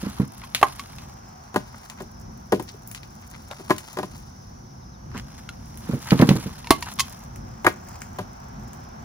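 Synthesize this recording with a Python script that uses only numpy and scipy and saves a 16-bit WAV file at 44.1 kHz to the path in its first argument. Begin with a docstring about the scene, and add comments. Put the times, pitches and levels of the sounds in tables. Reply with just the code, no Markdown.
"""A lawn with a heap of split firewood and a wooden rack, a few metres from a stereo microphone.
Logs are picked off the heap and laid on the rack: they thump on the ground, clack together in the hands
and knock on the rack, each blow a set of decaying wood modes with bursts of shaped noise.
Bark snaps, scrapes and rustles as grains of noise that come in uneven slips.
Further off are a rumble and traffic hum of slow noise, insects in narrow noise bands and a bird of falling tones."""
import sys
import numpy as np
from scipy import signal
from scipy.fft import rfft, irfft, next_fast_len
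from scipy.io import wavfile
from scipy.ndimage import uniform_filter1d, map_coordinates

SR = 44100
rng = np.random.default_rng(int(sys.argv[2]) if len(sys.argv) > 2 else 0)


def materialize(psi):
    """Save the field psi as 16-bit PCM at rate SR to the path in sys.argv[1].

    A 1-D psi becomes a single channel; in a 2-D psi each row is a channel.
    """
    bounded = np.clip(np.atleast_2d(psi).T, -1, 1)
    quanta = np.round(bounded * 32767).astype(np.int16)
    wavfile.write(sys.argv[1], SR, quanta)


N = 398663
AGE = np.arange(SR // 3) / SR  # seconds since a contact

# The far surroundings. Each row: time in seconds, rumble and traffic in dB, both before a fixed lift.
FAR_LEVELS = [(0, -44, -51), (1.3, -46, -50.5), (4.6, -44.5, -53.5), (7.4, -42, -49), (9.04, -42.5, -46.5)]
# Colour of the outdoor rumble and of the distant traffic. Each row: frequency in Hz, relative dB per Hz.
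RUMBLE_COLOUR = [(13, -54), (22, -30), (48, -3), (97, -3), (125, -1.5), (167, -7.5), (232, -5.5),
                 (290, -18), (374, -15.5), (404, -29), (520, -16.5), (680, -38), (1140, -120)]
TRAFFIC_COLOUR = [(220, -35), (380, -7), (502, -12.5), (744, 0), (1620, -10.5), (1790, -17), (1990, -16.5),
                  (2600, -24.5), (4500, -30), (5850, -62), (9900, -120)]
# How alike the far sounds are at the two microphones. Each row: frequency in Hz, correlation from -1 to 1.
FAR_ALIKE = [(60, 0.99), (120, 0.93), (240, 0.93), (480, -0.61), (950, -0.51), (1890, -0.27), (3770, 0.6),
             (7520, -0.25), (15000, 0.3)]
# Colour of the insect chorus in the trees. Each row: frequency in Hz, relative dB per Hz.
CHORUS_COLOUR = [(3000, -20), (4500, -8), (5400, 0.5), (5850, 6.5), (6300, -1.5), (7200, -17), (10000, -22),
                 (16000, -21.5)]
# One nearer insect buzzes in evenly spaced phrases: the start of one phrase, spacing and length in seconds.
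# A phrase is already under way at the opening.
BUZZ_START_S, BUZZ_EVERY_S, BUZZ_S = .22, .444, .32

# Gloves, bark and grass. Each row: time in seconds, rubbing and crackle in dB, both before a fixed lift.
RUSTLE_LEVELS = [(0.0, -45.5, -55), (0.25, -63.5, -66), (0.8, -55.5, -61), (1.43, -66, -80),
                 (1.86, -59.5, -60.5), (2.09, -82, -70), (3.93, -53.5, -62.5), (4.23, -66, -72),
                 (4.93, -80.5, -90), (5.29, -59.5, -91), (5.66, -62.5, -66), (6.19, -44.5, -54.5),
                 (6.65, -59, -65), (6.9, -50.5, -55), (7.4, -65, -70.5), (7.93, -56.5, -59.5),
                 (8.48, -70, -73), (9.04, -67, -70)]
# Colour of rubbing bark and of crisp, thin edges. Each row: frequency in Hz, relative dB per Hz.
BARK_COLOUR = [(400, -11), (900, 2), (2400, -3), (4500, -1), (8000, -8), (16000, -22)]
EDGE_COLOUR = [(2500, -35), (6000, 6), (10000, 1), (16000, -2.5)]
# The hands go to and fro. 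Each row: time in seconds, place from 0 at the heap to 1 at the rack.
WALK = [(.8, 0), (1.5, 0.72), (4.5, 0.79), (5.2, 0.23), (6.9, 0.06), (7.6, 0.5)]

# Logs shift and drop on the heap. Each row: start in seconds, strength in dB.
THUMPS = [(0.029, -28.5), (0.062, -26.5), (0.198, -16), (5.147, -32.5), (5.89, -21.5), (5.933, -19.5),
          (6.118, -8.5), (6.196, -10), (6.22, -7), (6.288, -12.5), (6.305, -11.5), (6.354, -20),
          (6.46, -25.5)]
# Ringing of the heap. Each row: frequency in Hz, relative level in dB, t60 in seconds before damping.
HEAP_MODES = [(131.4, -0.5, 0.13), (185, 5, 0.11), (246, -1.5, 0.13), (314, -8, 0.13), (439, -11, 0.12),
              (563, -13, 0.079)]
ROCK_S, ROCK_DB = .029, -12.5  # each log rocks back once: delay, level against the drop
KNOCK_DB, KNOCK_GROWS = -11, 1.83  # the woody knock in a 0 dB drop; dB per dB of the drop
SLIP_LEAD_S, SLIP_S, SLIP_HZ = .04, 0.1, 1170  # a log slides off its neighbour: head start, length, centre
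SLIP_DB, SLIP_GROWS = -34.5, 0.22  # that slide in a 0 dB drop; dB per dB of the drop

# A log is dragged or nudged into place. Each row: start in seconds, level in dB, centre in Hz.
SCRAPES = [(0.056, -44, 900), (0.411, -41, 1390), (0.5674, -45, 4510), (1.727, -41.5, 1020),
           (1.8987, -44.5, 1030), (1.972, -41, 1550), (2.675, -36.5, 3900), (2.946, -39, 3670),
           (3.215, -48, 1740), (3.33, -41, 1910), (3.501, -35, 695), (5.142, -35, 1180), (5.165, -35, 2500),
           (6.056, -34.5, 1300), (6.856, -33.5, 1040)]
SCRAPE_S = .041  # length of one nudge

# Light glancing taps of log on log. Each row: start in seconds, strength in dB, lowest mode in Hz.
TAPS = [(0.438, -41.5, 1072), (0.795, -33.5, 1128), (3.512, -36.5, 574), (5.4902, -36.5, 1413),
        (6.644, -42.5, 994), (6.671, -36.5, 940), (6.825, -30.5, 962), (6.988, -31.5, 1130),
        (6.995, -23.5, 1096), (7.003, -23.5, 1078)]
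# Ringing of a tapped log, shifted to the pitch of each tap.
# Each row: frequency in Hz, relative level in dB, t60 in seconds before damping.
TAPPED_LOG_MODES = [(1082, 9.5, 0.072), (2076, 2.5, 0.045), (2576, 4, 0.048), (3130, -37, 0.026),
                    (3133, -4.5, 0.12), (4470, -14, 0.034), (5120, 1, 0.02), (7130, -9, 0.029)]
# Colour of the crack of a glancing tap. Each row: frequency in Hz, relative dB per Hz.
GLANCE_COLOUR = [(2000, -37), (3200, 3.5), (5300, 4.5), (7000, 3.5), (10000, -5.5), (16000, -13)]
GLANCE_DB, GLANCE_GROWS = 23, 1.94  # harder taps are brighter: crack of a 0 dB tap; dB per dB of the tap

# The clearest splinters snap. Each row: start in seconds, edge level in dB, body level in dB.
SNAPS = [(0.5481, -32, -21.5), (0.984, -53, -41), (1.899, -43.5, -38), (2.625, -45, -54),
         (2.8749, -40, -59), (2.9138, -40.5, -45.5), (2.948, -41.5, -36.5), (3.032, -63, -43),
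         (3.782, -38, -35.5), (5.1772, -45, -39), (5.774, -44.5, -52), (6.107, -47, -23.5),
         (6.1912, -51, -29.5), (6.2144, -42, -26.5), (6.2906, -35, -21), (7.3592, -47, -48),
         (8.018, -40.5, -35), (8.7325, -46, -50)]
# Colour of breaking splinters. Each row: frequency in Hz, relative dB per Hz.
SPLINTER_COLOUR = [(300, -18), (1000, -6), (2400, 5.5), (4500, 1.5), (7000, -11), (12000, -19)]

# Two hand-held logs meet.
# Each row: start in seconds, ring in dB, thud in dB, crack in dB, share of the second log from 0 to 1.
CLACKS = [(0.6136, -32.5, -44, -40, 0.5), (0.6285, -9.5, -23.5, -28, 1), (0.683, -49, -51, -46.5, 0.6),
          (6.7063, -10, -11, -15.5, 0.12)]
# Ringing of the two held logs. Each row: frequency in Hz, relative level in dB, t60 in seconds.
HAND_LOG_MODES = [(654, -5.5, 0.071), (920, -2.5, 0.074), (1130, 1.5, 0.082), (1620, -18, 0.07),
                  (1733, -17, 0.021), (2104, -11, 0.09), (3214, -22, 0.05), (3450, -17, 0.05),
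                  (3920, -19, 0.045), (4180, -24, 0.045)]
SECOND_LOG_MODES = [(725, 10, 0.0097), (809, -8, 0.076), (900, -8, 0.054), (1054, -5, 0.1),
                    (1150, 1.5, 0.049), (1260, -17, 0.098), (1930, -22, 0.029), (3050, -23, .044)]
# Colour of their dense, short-lived modes. Each row: frequency in Hz, relative dB per Hz.
HAND_GRAIN = [(210, -41), (350, 3), (467, -4.5), (1100, 1), (1470, -11), (1580, -3.5), (2020, -7.5),
              (2250, -11.5), (4500, -45), (5850, -41), (9900, -120)]

# A log lands on the rack.
# Each row: start in seconds, strength in dB, log centre in Hz, frame centre in Hz, rise in seconds.
LAID = [(1.542, -33.5, 935, 199, 0.0036), (1.5594, -18.5, 990, 233, .002), (2.003, -37.5, 580, 370, 0.032),
        (2.521, -17.5, 634, 400, 0.019), (2.596, -32.5, 620, 404, 0.0026), (2.738, -52, 420, 400, .005),
        (3.596, -44.5, 550, 323, 0.0052), (3.697, -24.5, 654, 347, 0.0052), (3.705, -15, 1110, 310, 0.0029),
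        (3.97, -30.5, 930, 322, 0.0022), (3.986, -27, 836, 320, 0.0065), (4.029, -30, 845, 290, 0.0064),
        (7.645, -22, 1140, 260, 0.011), (7.665, -10, 1700, 340, .0027), (8.185, -28.5, 820, 235, 0.021)]
# Ringing of the rack frame and of a log on it.
# Each row: frequency in Hz, relative level in dB, t60 in seconds before damping.
FRAME_MODES = [(103, -3.5, 0.15), (193.7, -8.5, 0.13), (321.7, -6.5, 0.057), (380.3, -4, 0.088),
               (448, -6.5, 0.028)]
RACK_LOG_MODES = [(610, -1, .065), (745, -2, .055), (920, -4, .045), (1020, -1, .05), (1200, -4, .045),
                  (1455, -3, .045), (1650, -1, .045), (1870, -2, .045), (2100, -5, .035)]
# Colour of the dense log modes, of a dull thud and of cracking bark.
# Each row: frequency in Hz, relative dB per Hz.
RACK_GRAIN = [(250, -67), (420, 7), (600, 0), (1000, 0), (1400, -7.5), (2000, -10), (2500, -14),
              (3500, -47), (5000, -46)]
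DULL_COLOUR = [(30, -37), (60, -40), (100, 5), (200, -4.5), (400, -8.5), (600, -21.5), (1200, -45)]
CRACK_COLOUR = [(1000, -13), (2500, 3), (4000, -0.5), (6500, -5), (10000, -9), (16000, -15)]
BOOM_EVEN_HZ, BOOM_DB_PER_OCTAVE = 840, -7  # a duller contact passes more of the blow into the frame
CRACK_DB, CRACK_GROWS = -16.5, 0.82  # bark cracking under a 0 dB blow; dB per dB of the blow

# A small bird. Each row: start in seconds, level in dB.
CHIRPS = [(4.689, -72), (4.811, -66.5), (4.925, -63)]

# Decay of the echo off the yard. Each row: frequency in Hz, t60 in seconds.
YARD_DECAY = [(150, 0.3), (1000, 0.24), (4000, 0.26), (12000, 0.13)]
# Treble response of the microphone. Each row: frequency in Hz, gain in dB.
MIC_RESPONSE = [(6500, -1), (7500, -1), (8400, -9), (9500, 4.5), (10500, 6), (12200, 4.5), (13400, -23),
                (14200, -1.5), (15200, 9.5), (16000, -5)]
TOP_HZ = 16200  # nothing passes above this


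def amp(db):
    """Decibels to gain."""
    return 10 ** (np.asarray(db) / 20)


def unit(x):
    """Scale to rms 1."""
    return x / np.sqrt(np.mean(x ** 2) + 1e-20)


def blow(x):
    """Scale a short sound to the energy of 20 ms at rms 1."""
    return unit(x) * np.sqrt(SR / 50 / x.shape[-1])


def along(points, hz):
    """Read a curve of (Hz, value) points on a log frequency axis."""
    f, v = np.transpose(points)
    return np.interp(np.log(hz + 1), np.log(f + 1), v)


def curves(rows):
    """One value per sample for each column after the time."""
    s, *cols = np.transpose(rows)
    return [np.interp(np.arange(N) / SR, s, c) for c in cols]


def wobble(rate):
    """A smooth random curve with rate knots a second."""
    knots = rng.standard_normal(int(N * rate / SR) + 4)
    return map_coordinates(knots, [np.arange(N) * rate / SR])


def filtered(x, response):
    """Shape the spectrum of x by a response of frequency."""
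    n = x.shape[-1]
    m = next_fast_len(n + 4096)  # spare room for the tail
    return irfft(rfft(x, m) * response(np.fft.rfftfreq(m, 1 / SR)), m)[..., :n]


def noise(spectrum, alike, size):
    """Coloured stereo noise of rms 1; the mix of mid and side sets the left-right likeness."""
    def response(hz):
        turn = np.arccos(np.clip(along(alike, hz), -1, 1)) / 2
        return amp(along(spectrum, hz)) * [np.cos(turn), np.sin(turn)]

    mid, side = filtered(rng.standard_normal((2, size)), response)
    return unit(np.array([mid + side, mid - side]))


def fade(t60, rise):
    """A contact builds up, then dies away."""
    return amp(-60 * AGE / t60) * (1 - np.exp(-AGE / max(rise, 1e-5)))


def burst(spectrum, t60, rise):
    """A dying crowd of modes too dense to tell apart, made of fading noise."""
    crowd = noise(spectrum, [(300, 0.94), (1200, 1.0), (5000, 0.4)], size=len(AGE))
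    return blow(crowd * fade(t60, rise))


def ring(modes, pitch, rise, damping):
    """Wood rings in decaying modes, with new strengths and phases wherever it is struck."""
    total = 0
    for hz, db, t60 in modes:
        strength, phase = rng.standard_normal(2)
        tone = np.sin(2 * np.pi * hz * pitch * AGE + np.pi * phase)
        total = total + amp(db + 2 * strength) * tone * fade(t60 / damping, rise)
    return blow(total)


def centred(x, hz, octaves):
    """The hardness of a contact favours a broad band around hz."""
    return blow(filtered(x, lambda f: 1 / (1 + (np.log2((f + 1) / hz) / octaves) ** 2)))


def slips(rate, spread_db, life, size):
    """Rough surfaces catch in tiny slips of very uneven size: an envelope of rms 1."""
    happens = rng.random(size) < rate / SR
    sizes = happens * amp(spread_db * np.minimum(rng.exponential(size=size), 4))
    return unit(np.abs(signal.fftconvolve(sizes, fade(life, 0.0006))[:size]))


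def add(track, s, sound):
    """Mix a short sound in at time s."""
    start = max(round(s * SR), 0)
    track[:, start:start + len(AGE)] += sound[..., :N - start]


def placed(x, left_lead_ms, left_db):
    """A source's bearing sets how much sooner and louder it reaches the left microphone."""
    side = np.array([[.5], [-.5]])
    return amp(side * left_db) * filtered(x, lambda hz: np.exp(2j * np.pi * hz * side * left_lead_ms / 1000))


def carried(x):
    """Handling sounds travel with the hands between the bearings of the heap and of the rack."""
    place = np.clip(curves(WALK)[0], 0, 1)
    at_heap = placed(x, left_lead_ms=-0.081, left_db=0.5)
    at_rack = placed(x, left_lead_ms=0.19, left_db=3.3)
    return (1 - place) * at_heap + place * at_rack


def surroundings():
    """A low outdoor rumble and the hum of distant traffic: two noises of slowly changing level."""
    rumble_db, traffic_db = curves(FAR_LEVELS)
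    rumble_gain = amp(rumble_db + 2.5 + 2.07 * wobble(7))
    traffic_gain = amp(traffic_db + 3.0 + 0.17 * wobble(5.3))
    rumble = rumble_gain * noise(RUMBLE_COLOUR, FAR_ALIKE, size=N)
    return rumble + traffic_gain * noise(TRAFFIC_COLOUR, FAR_ALIKE, size=N)


def insects():
    """A nearly steady far chorus, and one nearer insect whose narrow buzz comes in phrases."""
    t = np.arange(N) / SR
    chorus = amp(-56.0) * amp(wobble(1.563)) * noise(CHORUS_COLOUR, [(6000, 0.13)], size=N)
    in_phrase = (t - BUZZ_START_S) % BUZZ_EVERY_S < BUZZ_S
    singing = uniform_filter1d(1. * in_phrase, size=2000)  # softens the edges of the phrases
    band = [(4800, -50), (5100, -9), (5190, -1), (5290, -9), (5600, -50)]  # Hz, relative dB
    buzz = noise(band, [(5000, 0.23)], size=N)
    return chorus + amp(-61.5 + 2 * wobble(25)) * singing * buzz


def rustle():
    """Clothes, bark and trodden grass rustle: noise gated by small slips in uneven strokes."""
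    rub_db, crackle_db = curves(RUSTLE_LEVELS)
    strokes = wobble(13)
    rubbing = .4 + slips(rate=250, spread_db=3, life=.02, size=N)
    crackling = .2 + slips(rate=130, spread_db=5, life=.014, size=N)
    rub = amp(rub_db + 7.0 + 2.1 * strokes) * rubbing * noise(BARK_COLOUR, [(1000, 0.93)], size=N)
    crackle = amp(crackle_db + 7.0 + 2 * strokes) * crackling * noise(EDGE_COLOUR, [(8000, 0.092)], size=N)
    return rub + crackle


def slide(centre_hz, length):
    """A short slide is a run of slips that swells and stops, coloured by the wood."""
    stroke = np.sqrt(np.abs(np.sin(np.pi * np.minimum(AGE / max(length, .005), 1))))
    catching = .25 + slips(rate=450, spread_db=3.5, life=.009, size=len(AGE))
    grains = catching * noise(BARK_COLOUR, [(1000, .7)], size=len(AGE))
    return centred(stroke * grains, centre_hz, octaves=1.0)


def heap():
    """A log slides, thumps on the soft ground, rocks back and sets its neighbours rumbling."""
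    out = np.zeros((2, N))
    for start, drop_db in THUMPS:
        add(out, start - SLIP_LEAD_S, amp(SLIP_DB + SLIP_GROWS * drop_db) * slide(SLIP_HZ, SLIP_S))
        for s, db in [(start, drop_db), (start + ROCK_S, drop_db + ROCK_DB)]:
            thump = ring(HEAP_MODES, 1, .002, damping=1.6)
            neighbours = ring(HEAP_MODES, 1.07, .008, damping=.8)
            thump = thump + amp(-8) * neighbours + amp(-8) * burst(DULL_COLOUR, .04, .002)
            size = 1 + 0.051 * rng.standard_normal()  # a different log is struck each time
            knock = amp(5.0) * burst(RACK_GRAIN, 0.087, 0.0024)
            knock = knock + amp(-3) * ring(RACK_LOG_MODES, size, 0.0034, damping=1.0)
            add(out, s, amp(db) * thump + amp(KNOCK_DB + KNOCK_GROWS * db) * knock)
    return placed(out, left_lead_ms=-0.17, left_db=-1.6)


def scrapes():
    """Wood slides briefly over bark as a log is pulled free or nudged into place."""
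    out = np.zeros((2, N))
    for s, db, centre_hz in SCRAPES:
        add(out, s, amp(db) * slide(centre_hz, SCRAPE_S))
    return out


def taps():
    """Short glancing contacts wake the higher modes of a log; each tap has its own pitch."""
    out = np.zeros((2, N))
    for s, db, hz in TAPS:
        pitch = hz / TAPPED_LOG_MODES[0][0]
        log = amp(-2) * ring(TAPPED_LOG_MODES, pitch, .0004, damping=1.2)
        log = log + amp(-4) * burst(SPLINTER_COLOUR, .02, .0003)
        crack = burst(GLANCE_COLOUR, 0.06, 0.00026)
        add(out, s, amp(db) * log + amp(GLANCE_DB + GLANCE_GROWS * db) * crack)
    return placed(out, left_lead_ms=-0.026, left_db=-0.3)


def snap(edge_db, body_db):
    """A splinter breaks in a click, and bark dust trails after it."""
    body = burst(SPLINTER_COLOUR, 0.02, 0.00011) + amp(-6.5) * burst(SPLINTER_COLOUR, 0.13, 0.003)
    edge = burst(EDGE_COLOUR, 0.0072, .0002) + amp(-2) * burst(EDGE_COLOUR, 0.16, 0.00077)
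    edge_hz = 9400 * 2 ** ((edge_db - body_db) / 22)  # thin splinters have little body and click higher
    return amp(body_db) * body + amp(edge_db) * centred(edge, edge_hz, octaves=0.79)


def snaps():
    """Splinters break as the logs are handled."""
    out = np.zeros((2, N))
    for s, edge_db, body_db in SNAPS:
        add(out, s, snap(edge_db, body_db))
    return out


def clacks():
    """Dry logs hit each other while held, and both can ring."""
    out = np.zeros((2, N))
    for s, ring_db, thud_db, crack_db, share in CLACKS:
        share = np.clip(share, 0, 1)
        first = ring(HAND_LOG_MODES, 1, .0008, damping=1)
        second = ring(SECOND_LOG_MODES, 1, .0008, damping=1)
        logs = np.sqrt(1 - share) * first + np.sqrt(share) * second
        logs = logs + amp(-2) * burst(HAND_GRAIN, .032, .0008)
        thud = burst(DULL_COLOUR, 0.017, 0.002)
        crack = burst(CRACK_COLOUR, 0.02, 0.00035) + amp(-6) * burst(CRACK_COLOUR, 0.085, 0.0043)
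        add(out, s, amp(thud_db) * thud + amp(ring_db) * logs + amp(crack_db) * crack)
    return placed(out, left_lead_ms=-0.015, left_db=-2.0)


def rack():
    """A log lands on the others: it rings, its bark cracks, and the frame booms under it."""
    out = np.zeros((2, N))
    for s, db, log_hz, frame_hz, rise in LAID:
        frame_db = db + BOOM_DB_PER_OCTAVE * np.log2(log_hz / BOOM_EVEN_HZ)
        crack_db = CRACK_DB + CRACK_GROWS * db
        frame = ring(FRAME_MODES, 1, rise, damping=1.17) + amp(-3.5) * burst(DULL_COLOUR, 0.11, rise)
        frame = centred(frame, frame_hz, octaves=0.71)
        size = 1 + 0.01 * rng.standard_normal()  # no two logs are quite alike
        log = ring(RACK_LOG_MODES, size, rise, damping=1) + burst(RACK_GRAIN, .042, rise)
        log = centred(log, log_hz, octaves=1.43)
        crack = burst(CRACK_COLOUR, 0.02, rise / 2) + amp(-3.5) * burst(CRACK_COLOUR, 0.13, rise)
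        crack = blow(crack * (1.2 + slips(rate=2800, spread_db=-4.0, life=0.0054, size=len(AGE))))
        add(out, s, amp(frame_db) * frame + amp(db) * log + amp(crack_db) * crack)
    return placed(out, left_lead_ms=0.15, left_db=2.5)


def bird():
    """Thin chirps from a small bird: tones that fall in pitch under a smooth swell."""
    out = np.zeros((2, N))
    hz = 3200 + 1300 * np.exp(-AGE / .027)
    tone = np.sin(2 * np.pi * np.cumsum(hz) / SR)
    swell = np.exp(-((AGE - .02) / 0.017) ** 2)
    for s, db in CHIRPS:
        add(out, s, amp(db) * blow(tone * swell))
    return out


def yard(x):
    """Woodpiles and trees scatter a short tail: noise that decays at its own pace in each band."""
    hz, t, z = signal.stft(rng.standard_normal((2, SR // 2)), SR, nperseg=256)
    decay = amp(-60 * t / along(YARD_DECAY, hz)[:, None])
    tail = signal.istft(z * decay, SR, nperseg=256)[1]
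    return signal.fftconvolve(x, tail / np.linalg.norm(tail[0]), axes=1)[:, :N]


def scene():
    """The wood with its echo off the yard, and the surroundings further away."""
    wood = rack() + clacks() + taps() + heap() + carried(snaps() + scrapes())
    wood = filtered(wood, lambda hz: (1j * hz / (45 + 1j * hz)) ** 2)  # logs are too small to radiate deep bass
    return wood + amp(-19) * yard(wood) + carried(rustle()) + surroundings() + insects() + bird()


def record(dry):
    """The microphone ports shape the treble with peaks and notches; the hardest blows overload the input."""
    x = filtered(dry, lambda hz: amp(along(MIC_RESPONSE, hz)))
    x = x / (1 + np.abs(x) ** 6) ** (1 / 6)  # soft limit near full scale
    return filtered(x, lambda hz: hz < TOP_HZ)


dry = scene()
out = record(dry)
materialize(out)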